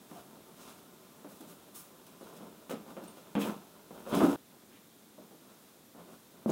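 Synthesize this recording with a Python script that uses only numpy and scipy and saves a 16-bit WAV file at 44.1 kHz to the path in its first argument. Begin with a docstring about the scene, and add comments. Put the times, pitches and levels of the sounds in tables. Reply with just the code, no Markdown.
"""A man in work shoes pulls a cloth sheet off a metal rack in a quiet living room.
First his soles shuffle on the hearth tiles and the sheet swishes; near 3 s a small metal part tinks.
He carries the sheet aside, rubber soles squeaking and thudding on the hollow plank floor.
Just after the heaviest step, at about 4.4 s, the ringing and sliding stop dead.
Then he comes back with a few soft steps and a firm last one, over the murmur of the room."""
import sys
import numpy as np
from scipy import signal
from scipy.fft import rfft, irfft
from scipy.io import wavfile

SR = 44100
rng = np.random.default_rng(int(sys.argv[2]) if len(sys.argv) > 2 else 0)


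def master_out(mix):
    """Clip the mix to full scale and print it as 16-bit PCM to the path in sys.argv[1]."""
    frames = np.transpose(np.atleast_2d(mix))
    ceiling = np.clip(frames, -1, 1)
    pcm = np.round(ceiling * 32767).astype(np.int16)
    wavfile.write(sys.argv[1], SR, pcm)


N = 287091
TIME = np.arange(N) / SR
RING_TIME = TIME[:SR // 2]
STOP_S = 4.361   # the ringing and sliding stop dead here


# The walk. Each row: start in seconds, heel knock in dB, heel brightness in Hz, heel boom in dB,
# centre of that boom in Hz, roll onto the sole in seconds, sole boom in dB.
FOOTSTEPS = [(0.114, -52, 1830, -53.5, 235, 0.044, -58), (1.246, -50, 1490, -54.5, 250, 0.029, -63),
             (1.404, -52, 696, -56, 330, 0.024, -60), (2.211, -52, 1250, -56, 720, 0.051, -69),
             (2.328, -52, 796, -60, 226, 0.037, -70), (2.408, -50.5, 950, -62, 270, 0.048, -55.5),
             (2.696, -46.5, 4500, -53, 700, .028, -43), (2.708, -43, 5000, -41.5, 584, 0.024, -50),
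             (2.865, -54, 1200, -57, 218, 0.039, -60), (2.968, -45, 1860, -51, 660, 0.054, -54.5),
             (3.171, -56, 2500, -71, 704, .02, -74), (3.353, -35, 3240, -30, 213, .021, -34.5),
             (3.417, -42.5, 2800, -38, 297, 0.017, -59), (3.457, -40.5, 1610, -37.5, 182, 0.02, -54),
             (3.908, -50, 1410, -62, 290, 0.056, -65), (4.066, -49.5, 1400, -54, 550, .047, -41),
             (4.129, -41.5, 1600, -37.5, 262, .014, -31.5), (4.145, -35, 1100, -42, 261, .023, -35),
             (4.206, -28.5, 1420, -33, 870, .012, -32.5), (4.229, -28.5, 1070, -22.5, 278, 0.038, -29),
             (5.180, -56, 1250, -54.5, 653, 0.02, -78), (5.311, -58, 1250, -63, 650, .02, -70),
             (5.949, -56.5, 1300, -60, 261, 0.041, -66), (6.460, -34.5, 506, -28.5, 180, .02, -41),
             (6.494, -31, 900, -46, 186, .03, -40)]

def footsteps(sole_knock_db=-7.5, sole_bright_hz=890, sole_boom_hz=268):
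    """Every step is two contacts: the heel strikes, then the foot rolls onto the sole, knocking softer."""
    contacts = []
    for s, knock_db, bright_hz, boom_db, centre_hz, roll_s, sole_boom_db in FOOTSTEPS:
        contacts.append((s, knock_db, bright_hz, boom_db, centre_hz))
        contacts.append((s + roll_s, knock_db + sole_knock_db, sole_bright_hz, sole_boom_db, sole_boom_hz))
    return choked(knocks, contacts)


# Tone of a shoe striking the floor. Each row: frequency in Hz, relative level in dB.
KNOCK_EQ = [(40, -21), (100, -23.5), (170, 8), (280, 3), (450, 2), (700, -1.5), (1000, -4.5), (1400, -7),
            (1850, -14), (3200, -11.5), (4500, -22), (15000, -9)]

def knocks(contacts):
    """Each contact is a click, dull if the shoe lands softly, that fills the room and booms the planks."""
    out = np.zeros(N)
    for s, knock_db, bright_hz, boom_db, centre_hz in contacts:
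        click = colour(room_response(direct_db=-3), KNOCK_EQ)
        click = unit_hit(butter(click, bright_hz, "low"))
        add(out, s, from_db(knock_db) * click + from_db(boom_db) * plank_boom(centre_hz))
    return butter(out, 75, "high")   # the knocks carry little deep bass below about 75 Hz


# Modes of the hollow plank floor. Each row: pitch in Hz, relative level in dB, t60 in seconds.
PLANK_MODES = [(89, -15, .15), (121.5, -21, .5), (173, -7.5, 0.39), (180.6, -2.5, 0.064), (206.9, 5, 0.35),
               (216.1, 3.5, 0.21), (260, 3.5, 0.096), (285.4, 3, 0.31), (309.3, -1, 0.16), (339, -3, 0.53),
               (433, -7.5, 0.18), (470, 2, 0.28), (538, 2.5, 0.15), (603, -4, 0.17), (656, -5, 0.13),
               (675, -20, 0.11), (786, -24, 0.51), (1050, -11, .2), (1117, -16, .2), (1295, 0, 0.39),
               (1520, -20, .2)]

def plank_boom(centre_hz, reach_octaves=0.28, attack_s=0.00079, uneven_db=6.5, detune=0.0082):
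    """Where the weight lands decides which plank modes answer most, and pulls them slightly off pitch."""
    hz, mode_db, t60 = np.transpose(PLANK_MODES)[:, :, None]
    hz = hz * (1 + detune * rng.standard_normal(hz.shape))
    strength = from_db(mode_db + uneven_db * rng.standard_normal(hz.shape))
    strength /= 1 + (np.log2(hz / centre_hz) / reach_octaves) ** 2
    signs = (-1) ** np.arange(len(hz))[:, None]
    modes = signs * strength * ring(hz, t60)
    attack = 1 - np.exp(-RING_TIME / attack_s)
    return unit_hit(modes.sum(axis=0) * attack)


# Scuffs along the floor. Each row: start in seconds, level before the trim in dB,
# swell in seconds, hold in seconds.
SOLE_SCUFFS = [(0.077, -55, .07, .05), (0.544, -53.5, 0.076, 0.089), (1.16, -68, 0.049, .01),
               (2.23, -52, 0.037, .025), (2.355, -50.5, .08, 0.025), (2.856, -48.5, 0.043, .01),
               (2.948, -52, 0.038, 0.14), (3.241, -51, .025, .01), (3.35, -41, .01, 0.11),
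               (3.437, -35.5, 0.031, 0.037), (3.91, -46.5, 0.037, .17), (4.091, -29, 0.048, 0.12),
               (4.262, -35.5, 0.014, .06), (4.473, -57.5, .07, .02), (5.188, -59, 0.036, .01),
               (5.4, -56, 0.031, 0.089), (5.951, -47.5, 0.048, 0.017), (6.046, -51.5, 0.058, 0.031),
               (6.318, -56.5, 0.032, .09)]
# Tone of a rubbing sole. Each row: frequency in Hz, relative level in dB.
SOLE_EQ = [(15, -72), (50, -11), (100, -16), (180, 1.5), (290, 0.5), (400, -2.5), (650, -3.5), (1000, -8.5),
           (1400, -11), (1850, -27), (3300, -19), (5000, -34.5), (15000, -42)]

def shuffle(trim_db=-4.0, wobble_db=1):
    """Rubber soles catch and slip on the floor."""
    rub = rms_one(colour(friction(slips_per_s=350, spread_db=4.0, hiss_db=-6.5), SOLE_EQ))
    power = stir(busy_db=-56.5, calm_db=-73.5) ** 2
    power += sum(stroke(*scuff, fade_db_per_s=189) ** 2 for scuff in SOLE_SCUFFS)
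    return rub * np.sqrt(power) * from_db(trim_db + wobble_db * drift(per_s=35))


# Sheet and trousers sliding. Each row: start in seconds, level in dB, swell in seconds,
# hold in seconds, sheen in dB (how much a fast, light slide lifts the treble).
CLOTH_SWISHES = [(0.05, -59, 0.1, .05, -3), (0.52, -51.5, 0.13, .06, -9), (1.25, -61.5, 0.073, 0.14, 2),
                 (1.45, -59.5, 0.04, 0.028, 3.5), (1.735, -55, 0.027, 0.019, 10),
                 (2.18, -60.5, 0.026, 0.16, -9), (2.86, -60.5, .03, .01, -13), (3.02, -62, 0.037, .06, -12),
                 (3.15, -58, 0.023, 0.0093, -18), (3.372, -43.5, 0.049, .022, -0.5),
                 (3.90, -68, 0.018, 0.37, 6), (4.05, -51, 0.051, .04, -2.5), (4.11, -42, 0.066, 0.017, -6),
                 (4.20, -42.5, .035, 0.027, -5), (4.28, -49.5, 0.02, 0.016, 0), (5.40, -66, 0.092, .2, -3),
                 (6.05, -63.5, .07, .02, 0), (6.461, -46, 0.054, 0.023, -5)]
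# Tone of the fabric. Each row: frequency in Hz, relative level in dB.
CLOTH_EQ = [(100, -44), (1200, 6), (1900, -6.5), (2700, -0.5), (3500, 1), (4500, -4), (6000, 0),
            (10000, -0.5), (15500, 2)]

def cloth(flutter_db=1, sheen_hz=7000):
    """Fabric slides with a fine hiss, each swish with its own brightness."""
    hiss = rms_one(colour(friction(slips_per_s=3700, spread_db=2.5, hiss_db=-1.0), CLOTH_EQ))
    top = butter(hiss, sheen_hz, "high", order=1)
    body = hiss - top
    body_power = stir(busy_db=-68, calm_db=-79) ** 2
    top_power = body_power.copy()
    for *slide, sheen_db in CLOTH_SWISHES:
        gain = stroke(*slide, fade_db_per_s=157)
        body_power += gain ** 2
        top_power += (gain * from_db(sheen_db)) ** 2
    swishes = body * np.sqrt(body_power) + top * np.sqrt(top_power)
    return swishes * from_db(flutter_db * drift(per_s=50))


# Sharp little accents. 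Each row: start in seconds, level in dB.
FLICKS = [(0.78, -66), (1.408, -60), (2.067, -61), (2.366, -61), (2.699, -54.5), (2.712, -53), (2.725, -64),
          (3.037, -60.5), (4.149, -46.5), (6.496, -57)]

def flicks():
    """A flick of cloth or grit under the sole sends a bright tick into the room."""
    out = np.zeros(N)
    for s, level_db in FLICKS:
        tick = colour(room_response(direct_db=-9), CLOTH_EQ)
        add(out, s, from_db(level_db) * unit_hit(tick))
    return out


# Soles catching as they slide. Each row: start in seconds, level in dB, length in seconds,
# first pitch in Hz, last pitch in Hz, roughness in Hz.
SOLE_SQUEAKS = [(0.141, -53.5, .05, 678, 697, 69.6), (3.399, -46.5, 0.056, 2400, 3214, 600),
                (4.064, -46, 0.052, 540, 537, 80), (4.236, -44, .025, 1063, 1150, 122),
                (4.703, -63.5, 0.095, 1500, 3160, 1210), (6.498, -57, 0.0072, 6570, 6630, 400)]

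def squeaks(rows):
    """Rubber sticks and slips: a rough, gliding tone that swells and fades in the room."""
    out = np.zeros(N)
    for s, level_db, length_s, first_hz, last_hz, rough_hz in rows:
        progress = np.clip(RING_TIME / length_s, 0, 1)
        phase = 2 * np.pi * np.cumsum(first_hz + (last_hz - first_hz) * progress) / SR
        # slow noise smears the tone into a narrow band
        real, imag = butter(rng.standard_normal((2, len(RING_TIME))), rough_hz, "low")
        swell = np.maximum(np.sin(np.pi * progress), 0) ** 0.48 * (progress < 1)
        tone = swell * (real * np.cos(phase) + imag * np.sin(phase))
        heard = signal.fftconvolve(tone, room_response(direct_db=5.5))
        add(out, s, from_db(level_db) * unit_hit(heard))
    return out


# The metal part's modes. Each row: start in seconds, peak in dB, pitch in Hz, t60 in seconds.
METAL_MODES = [(3.079, -49, 8900, 0.12), (3.079, -59, 3620, 0.13), (3.079, -61, 2900, 0.08)]

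def metal_tink():
    """A small piece of metal rings briefly with a few high modes."""
    out = np.zeros(N)
    for s, peak_db, hz, t60 in METAL_MODES:
        heard = signal.fftconvolve(ring(hz, t60), room_response(direct_db=0, graininess=0.63))
        add(out, s, from_db(peak_db) * heard / np.abs(heard).max())
    return out


def weight_shifts(count=18, per_s=3, knock_db=-65, bright_hz=900, boom_db=-66.5, boom_hz=212):
    """Faint shifts of weight nudge the planks at loose intervals, each with its own force and spot."""
    times = (np.arange(count) + rng.random(count)) / per_s
    contacts = []
    for s in times:
        force_db, spot_octaves = rng.normal(0, 2), rng.normal(0, 0.16)
        centre_hz = boom_hz * 2 ** spot_octaves
        contacts.append((s, knock_db + force_db, bright_hz, boom_db + force_db, centre_hz))
    return choked(knocks, contacts)


# The bed of room tone. 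Each row: frequency in Hz, relative level in dB.
ROOM_TONE_EQ = [(25, -47), (50, -19), (100, -9.5), (180, -0.5), (270, 0), (450, -6), (900, -11.5),
                (1400, -14), (1900, -17), (3000, -18.5), (3550, -14.5), (4500, -18.5), (8000, -18.5),
                (16000, -18.5)]

def room_tone(murmur_db=-59, whine_db=-78, whine_hz=13150, waver_hz=90):
    """A low murmur with a soft hiss on top, and a faint, thin whine."""
    waver = butter(rng.standard_normal(N), waver_hz, "low")
    whine = rms_one(waver * np.sin(2 * np.pi * whine_hz * TIME))
    murmur = rms_one(colour(rng.standard_normal(N), ROOM_TONE_EQ))
    return from_db(murmur_db) * murmur + from_db(whine_db) * whine


# The living room's short reverb. Each row: frequency in Hz, t60 in seconds.
ROOM_DECAY = [(100, 0.42), (300, 0.38), (1000, 0.37), (3000, 0.29), (12000, 0.085)]

def room_response(direct_db, graininess=0.75):
    """The direct sound, then uneven reflections that die away octave by octave."""
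    size = len(RING_TIME)
    reflections = rng.standard_normal(size) * np.exp(graininess * rng.standard_normal(size))
    spectrum, hz = rfft(reflections), np.fft.rfftfreq(size, 1 / SR)
    octave = np.round(np.log2(np.maximum(hz, 125) / 125))
    response = np.zeros(size)
    for k in np.unique(octave):
        band = irfft(spectrum * (octave == k), size)
        response += band * 1000. ** (-RING_TIME / at_hz(ROOM_DECAY, 125 * 2 ** k))
    response /= np.linalg.norm(response)
    response[0] += from_db(direct_db)
    return response


def friction(slips_per_s, spread_db, hiss_db):
    """Countless tiny slips of uneven size over a smooth hiss, blurred by the room."""
    slips = (rng.random(N) < slips_per_s / SR) * rng.choice([-1, 1], N)
    sizes = from_db(spread_db * np.minimum(rng.exponential(1, N), 4))
    rubbing = rms_one(slips * sizes) + from_db(hiss_db) * rng.standard_normal(N)
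    return signal.fftconvolve(rubbing, room_response(direct_db=1))[:N]


def stroke(s, level_db, swell_s, hold_s, fade_db_per_s):
    """Envelope of one slide: it swells, holds and dies away, unless the dead stop ends it."""
    swell = np.sin(np.pi / 2 * np.clip((TIME - s) / swell_s, 0, 1)) ** 2
    fading_s = np.maximum(TIME - s - swell_s - hold_s, 0)
    gain = swell * from_db(level_db - fade_db_per_s * fading_s)
    return gain * stop_gate() if s < STOP_S else gain


def stir(busy_db, calm_db):
    """Gain of constant small movements: busy while he handles the sheet, calm after the stop."""
    return from_db(calm_db + (busy_db - calm_db) * stop_gate())


def stop_gate():
    """A gate that shuts in one millisecond at the stop."""
    return np.clip((STOP_S - TIME) / .001, 0, 1)


def choked(play, rows):
    """Play the rows; those begun before the stop are choked there, later ones ring out."""
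    early = play([row for row in rows if row[0] < STOP_S])
    late = play([row for row in rows if row[0] >= STOP_S])
    return early * stop_gate() + late


def ring(hz, t60):
    """One struck mode: a sine that falls 60 dB in t60 seconds."""
    return np.sin(2 * np.pi * hz * RING_TIME) * 1000. ** (-RING_TIME / t60)


def drift(per_s):
    """A smooth random wander of unit rms."""
    points = rng.standard_normal(2048)
    return rms_one(np.interp(TIME * per_s, np.arange(len(points)), points))


def colour(x, eq, size=8192):
    """Minimum-phase EQ, so that nothing sounds ahead of its attack."""
    gains = from_db(at_hz(eq, np.fft.rfftfreq(size, 1 / SR)))
    cepstrum = irfft(np.log(gains))
    cepstrum[1:size // 2] *= 2
    cepstrum[size // 2 + 1:] = 0
    impulse = irfft(np.exp(rfft(cepstrum)))[:size // 2]
    return signal.oaconvolve(x, impulse)[:len(x)]


def butter(x, hz, kind, order=2):
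    """Causal low- or high-pass."""
    return signal.sosfilt(signal.butter(order, hz, kind, fs=SR, output="sos"), x)


def at_hz(points, hz):
    """Read a table along a log-frequency axis."""
    table_hz, values = np.transpose(points)
    return np.interp(np.log(np.maximum(hz, 1)), np.log(table_hz), values)


def from_db(db):
    """Decibels to gain."""
    return 10 ** (np.asarray(db) / 20)


def rms_one(x):
    """Scale to unit rms."""
    return x / np.sqrt(np.mean(x ** 2) + 1e-20)


def unit_hit(x):
    """Scale a hit as if its energy lay in 50 ms of unit rms."""
    return x / np.sqrt(np.sum(x ** 2) / (.05 * SR))


def add(track, s, sound):
    """Mix a sound in at s seconds."""
    start = min(round(s * SR), N - 1)
    track[start:start + len(sound)] += sound[:N - start]


def scene():
    """Feet, cloth and a tink of metal over the room tone, in mono."""
    feet = footsteps() + weight_shifts() + choked(squeaks, SOLE_SQUEAKS) + shuffle()
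    return (feet + cloth() + flicks() + metal_tink() + room_tone())[None]


def record(dry):
    """A steep low-pass takes off the air above 15.8 kHz."""
    return signal.sosfilt(signal.ellip(12, .1, 80, 15800, fs=SR, output="sos"), dry)


dry = scene()
out = record(dry)
master_out(out)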